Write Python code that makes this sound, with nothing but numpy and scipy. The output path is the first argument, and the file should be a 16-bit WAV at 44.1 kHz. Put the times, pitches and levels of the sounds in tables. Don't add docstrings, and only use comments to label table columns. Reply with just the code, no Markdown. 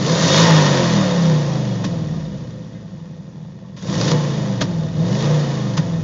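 import sys
import numpy as np
from scipy import signal
from scipy.fft import rfft, irfft
from scipy.io import wavfile
from scipy.ndimage import uniform_filter1d

SR = 44100
rng = np.random.default_rng(int(sys.argv[2]) if len(sys.argv) > 2 else 0)


def log_audio(samples):
    frames = np.atleast_2d(samples).T
    limited = np.clip(frames, -1, 1)
    pcm = np.round(limited * 32767).astype(np.int16)
    wavfile.write(sys.argv[1], SR, pcm)


N = 266011
TIME = np.arange(N) / SR
BINS = np.fft.rfftfreq(16384, 1 / SR)

# one cycle = two crank turns = eight firings.
# opens_s, opening_time_s, shuts_s, opening (0-1), surge_db, peak_s, peak_speed_hz
REVS = [(-0.21, 0.04, 0.43, 0.9, 0, 0.43, 56.9), (3.76, 0.04, 4.12, 1.0, 1.5, 4.14, 31.1),
        (4.9, 0.3, 5.26, 0.72, 7, 5.33, 31.0)]
CYLINDERS = [-9, 7.5, 4.5, 0.5, 0, 9.5, -16, 3]
# frequency_hz, level_db
CABIN = [(28, -50.5), (42, -33), (54, -21.5), (72, -21.5), (100, -15.5), (150, -11), (200, -13.5),
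         (235, -20), (320, -24.5), (430, -32.5), (660, -32), (780, -37.5), (1100, -43), (2400, -55.5)]
# frequency_hz, level_db
HISS = [(150, -31), (400, 4), (560, 14), (780, -1.5), (1000, 7.5), (1450, 3), (1900, 3), (2300, -1),
        (3000, -1), (3700, -0.5), (5000, -2), (6200, -2.5), (7000, -2)]
# pitch_hz, width_hz, lift_db
BAY_RESONANCES = [(526, 39, 6), (957.5, 40, 8), (1066, 45, 6.5), (1217, 25, 5), (1847, 130, 6.5),
                  (2510, 23, 6), (2955, 37, 8.5), (3323, 52, 9.5), (3510, 34, 5), (3667, 78, 10.5),
                  (3960, 45, 3.5), (4340, 45, 9), (4797, 75, 7.5), (5140, 85, 4.5), (5580, 34, 10.5),
                  (5926, 130, 6.5), (6920, 69, -1.5)]


def amp(db):
    return 10 ** (np.asarray(db) / 20)


def unit(x):
    return x / np.sqrt(np.mean(x ** 2) + 1e-20)


def response(points, peaks=()):
    hz, db = np.transpose(points)
    smooth = np.interp(np.log(BINS + 1), np.log(hz), db)
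    return smooth + sum(lift / (1 + (2 * (BINS - f) / width) ** 2) for f, width, lift in peaks)


def colour(x, db):
    log_gain = np.log(amp(np.r_[db, db[-2:0:-1]]))
    taps = np.fft.ifft(np.exp(np.conj(signal.hilbert(log_gain)))).real
    return signal.oaconvolve(x, taps[:len(taps) // 2])[:len(x)]


def drift(rate_hz):
    knots = rng.standard_normal(2048)
    return unit(np.interp(TIME * rate_hz, np.arange(len(knots)), knots))


def steady(x, span_s=0.22):
    size = int(span_s * SR)
    power = uniform_filter1d(uniform_filter1d(x ** 2, size), size // 2)
    return x / np.sqrt(abs(power) + 1e-14)


def split(x, hz):
    low = signal.sosfiltfilt(signal.butter(4, hz, fs=SR, output="sos"), x)
    return low, x - low


def firing_envelope(cycles, decay):
    return np.exp(-(len(CYLINDERS) * cycles % 1) / decay)


def pedal(delay_s=0, shut_s=0.011, rise_s=0.026, fade_s=0.26, fuel_cut_db=-3):
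    throttle, lift_db = 0, 0
    for opens_s, opening_time_s, shuts_s, opening, surge_db, _, _ in REVS:
        age = np.maximum(TIME - delay_s - opens_s, 0)
        shut_for = np.maximum(TIME - delay_s - shuts_s, 0)
        held = np.exp(-shut_for / shut_s)
        surge, sag = ((1 - np.exp(-t / rise_s)) * np.exp(-t / fade_s) for t in (age, shut_for))
        throttle += opening * (1 - np.exp(-age / opening_time_s)) * held
        lift_db += surge_db * surge * held + fuel_cut_db * sag
    return throttle, lift_db


def engine_speed(pickup_s, idle_hz=10.4, coast_per_s=0.671, knee=5):
    speed = np.full(N, idle_hz)
    for opens_s, *_, peak_s, peak_hz in REVS:
        start_s = opens_s + pickup_s
        climb = np.interp(TIME, (start_s, peak_s), (np.interp(start_s, TIME, speed), peak_hz))
        coast = peak_hz * np.exp(-coast_per_s * (TIME - peak_s))
        settle = (coast ** knee + idle_hz ** knee) ** (1 / knee)
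        speed = np.select([TIME < start_s, TIME < peak_s], [speed, climb], settle)
    return uniform_filter1d(speed, size=2205)


def fader(speed, throttle, mid_db, doubling_db, open_db, open_doubling_db, mid_hz=30):
    doublings = np.log2(speed / mid_hz)
    return amp(mid_db + doubling_db * doublings + throttle * (open_db + open_doubling_db * doublings))


def exhaust_note(speed, cycles, throttle, cabin, top_harmonic=43, upper_db=-2):
    # harmonic, throttle_shut_db, throttle_open_db
    low_harmonics = [(1, -41.5, -28), (2, -12, -4.5), (3, -5, -5.5), (4, -13.5, -15), (5, 3, 3.5),
                     (6, -2, 0), (7, -23, -9), (8, 3.5, 7), (9, -0.5, -6.5), (10, -7.5, -14.5),
                     (11, -3.5, -8.5), (12, -0.5, -5.5), (13, -15, 3), (14, 0.5, 5), (15, -13, -10.5),
                     (16, 5.5, 9.5)]
    upper_harmonics = [(k, upper_db, upper_db) for k in range(len(low_harmonics) + 1, top_harmonic + 1)]
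    note = np.zeros(N)
    for k, shut_db, open_db in low_harmonics + upper_harmonics:
        gain = amp(shut_db + (open_db - shut_db) * throttle + np.interp(k * speed, BINS, cabin))
        phase = 2 * np.pi * (k * cycles + rng.random())
        waver = min(0.05 + 0.016 * k, 0.5)
        note += gain * np.exp(waver * drift(14)) * np.cos(phase + waver * drift(28))
    return note


def burble(cycles, firing, cabin, lope=0.15, gush_gain=0.13, blunt_hz=420, low_cut_hz=85):
    strength = np.clip(rng.standard_normal(4096), -1.5, 1.5) + lope * np.resize(CYLINDERS, 4096)
    kicks = split(np.diff(firing, prepend=0) * strength[firing], blunt_hz)[0]
    gush = gush_gain * firing_envelope(cycles, decay=0.29) * rng.standard_normal(N)
    low_cut = signal.butter(3, low_cut_hz, "high", fs=SR, output="sos")
    return signal.sosfilt(low_cut, colour(kicks + gush, cabin))


def engine_hiss(cycles, firing, throttle):
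    scatter_db = (4.5 + 2.0 * throttle) * rng.standard_normal(4096)[firing]
    strength = amp(np.take(CYLINDERS, firing % len(CYLINDERS)) + scatter_db)
    puffs = unit(strength * firing_envelope(cycles, decay=0.55))
    depth = 0.2 + 0.054 * throttle
    air = (1 - depth + depth * puffs) * rng.standard_normal(N)
    hiss = colour(air, response(HISS, BAY_RESONANCES))
    treble = split(split(hiss, hz=1400)[1], hz=7000)[0]
    mid, top = split(hiss / np.std(treble), hz=3300)
    return amp(-1.5 * throttle) * mid + amp(2.6 * throttle) * top


def intake_whistle(speed, throttle, pitch_hz=3675, width_hz=110, flutter=0.16):
    band = np.exp(-((np.fft.rfftfreq(N, 1 / SR) - pitch_hz) / width_hz) ** 2)
    breath = irfft(rfft(rng.standard_normal(N)) * band, N)
    flow = throttle * speed / speed.max()
    return amp(-9) * flow * unit(breath * np.exp(flutter * drift(52)))


def exhaust_pops(flare_rise_s=0.009, flare_tail_s=0.012, thump_rise_s=0.0092, crackle=0.16):
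    # start_s, flare_db, length_s, thump_db, thump_pitch_hz, thump_delay_s
    pops = [(1.838, -20.5, 0.012, -21.5, 206, 0.0062), (3.761, -44.5, 0.042, -55, 161, .006),
            (3.881, -43, 0.026, -14.5, 164, 0.0046), (3.945, -34, 0.021, -45, 163, 0.0021),
            (4.075, -18.5, 0.013, -17, 160, 0.0037), (4.125, -35, 0.01, -19, 161, 0.0022),
            (4.605, -23, 0.03, -13, 129.5, 0.013), (5.766, -25.5, 0.027, -8.5, 152, .016)]
    # pitch_hz, width_hz, lift_db
    pipe_resonances = [(210, 54, 18.5), (288, 77, 32), (504, 19, 17), (691, 35, 12), (970, 35, 9.5),
                       (1115, 40, -8), (1850, 110, 17.5), (3700, 150, 13)]
    flare, out = np.zeros(N), np.zeros(N)
    for start_s, flare_db, length_s, thump_db, thump_hz, delay_s in pops:
        age = np.maximum(TIME - start_s, 0)
        release = np.exp(-np.maximum(age + flare_tail_s - length_s, 0) / flare_tail_s)
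        flare += amp(flare_db) * np.minimum(age / flare_rise_s, 1) * release
        thump_age = np.maximum(age - delay_s, 0)
        swell = thump_age / thump_rise_s * np.exp(1 - thump_age / thump_rise_s)
        out += amp(thump_db) * swell * np.sin(2 * np.pi * thump_hz * thump_age)
    gas = rng.standard_normal(N) * np.exp(crackle * drift(300))
    crack, ring = response(HISS, BAY_RESONANCES), response(CABIN, pipe_resonances)
    for tone, gain_db in ((crack, 5.5), (ring, 0)):
        out += amp(gain_db) * colour(flare * gas, tone) / np.std(colour(gas, tone))
    return out


def floor_drone(speed, cycles, throttle, harmonic=3, resonance_hz=57, width_hz=20, level_db=-38):
    swell = 1 / (1 + (2 * (harmonic * speed - resonance_hz) / width_hz) ** 4)
    return amp(level_db) * swell * (1 - throttle) * np.sin(2 * np.pi * harmonic * cycles)


def panel_knocks(rise_s=0.0017, decay_s=0.028, spread=0.12):
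    # start_s, level_db, pitch_hz
    knocks = [(1.973, -52, 1060), (2.136, -42.5, 1084), (2.747, -51, 1840), (3.644, -50.5, 1010)]
    out = np.zeros(N)
    for start_s, level_db, pitch_hz in knocks:
        age = np.maximum(TIME - start_s, 0)
        modes_hz = [pitch_hz * (1 + spread * k) for k in (-1, 0, 1)]
        ring = sum(np.sin(2 * np.pi * (hz * age + rng.random())) for hz in modes_hz)
        out += amp(level_db) * (1 - np.exp(-age / rise_s)) * np.exp(-age / decay_s) * ring
    return out


def valve_gear(cycles, level_db=-66):
    taps = firing_envelope(cycles, decay=0.43) * rng.standard_normal(N)
    metal = response([(500, -60.5), (1800, -21), (3400, -29), (7000, -55.5)],
                     peaks=[(1840, 140, 10), (3430, 60, 19)])
    return amp(level_db) * unit(colour(taps, metal))


def scene(pickup_s=0.05, crossover_hz=280, lumpy_hz=14.8, lumpy_share=0.4):
    # pitch_hz, width_hz, lift_db
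    cabin_resonances = [(116, 14, 7), (160.3, 25.5, 12), (196.5, 12, 7.5), (312, 44, 0), (507.5, 75, 12.5),
                        (660, 19, 8), (873, 79, 9), (1040, 45, -0.5)]
    cabin = response(CABIN, cabin_resonances)
    throttle, _ = pedal()
    load, lift_db = pedal(delay_s=pickup_s)
    speed = engine_speed(pickup_s)
    cycles = np.cumsum(speed) / SR
    firing = (len(CYLINDERS) * cycles).astype(int)
    boom, bark = split(exhaust_note(speed, cycles, load, cabin), crossover_hz)
    throb, rasp = split(burble(cycles, firing, cabin), crossover_hz)
    note = fader(speed, load, -14, 13.5, -6.5, -3) * boom + fader(speed, load, -11.5, 15.5, -2, -8) * bark
    evenness = 1 - lumpy_share / (1 + (speed / lumpy_hz) ** 10)
    mix = evenness * amp(lift_db) * note
    mix += fader(speed, load, -27, 6.5, 5.5, -4) * steady(throb)
    mix += fader(speed, load, -32.5, 10.5, 7, -5) * steady(rasp)
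    mix += exhaust_pops() + floor_drone(speed, cycles, load) + panel_knocks() + valve_gear(cycles)
    intake = engine_hiss(cycles, firing, throttle) + intake_whistle(speed, throttle)
    mix += fader(speed, throttle, -34.5, 16, 7.5, -5.5) * intake
    return mix[None]


def record(dry, soft_ceiling=0.8, clip_level=0.76, band_limit_hz=15850):
    # frequency_hz, level_db
    mic_treble = [(6950, 0), (7250, -13.5), (7550, -21), (7850, -33), (9000, -37.5), (9400, -79.5)]
    rounded = dry[0] / (1 + (dry[0] / soft_ceiling) ** 8) ** (1 / 8)
    clipped = np.clip(colour(rounded, response(mic_treble)), -clip_level, clip_level)
    low_pass = signal.firwin(511, band_limit_hz, window=("kaiser", 9), fs=SR)
    return signal.oaconvolve(clipped, low_pass, "same")[None]


dry = scene()
out = record(dry)
log_audio(out)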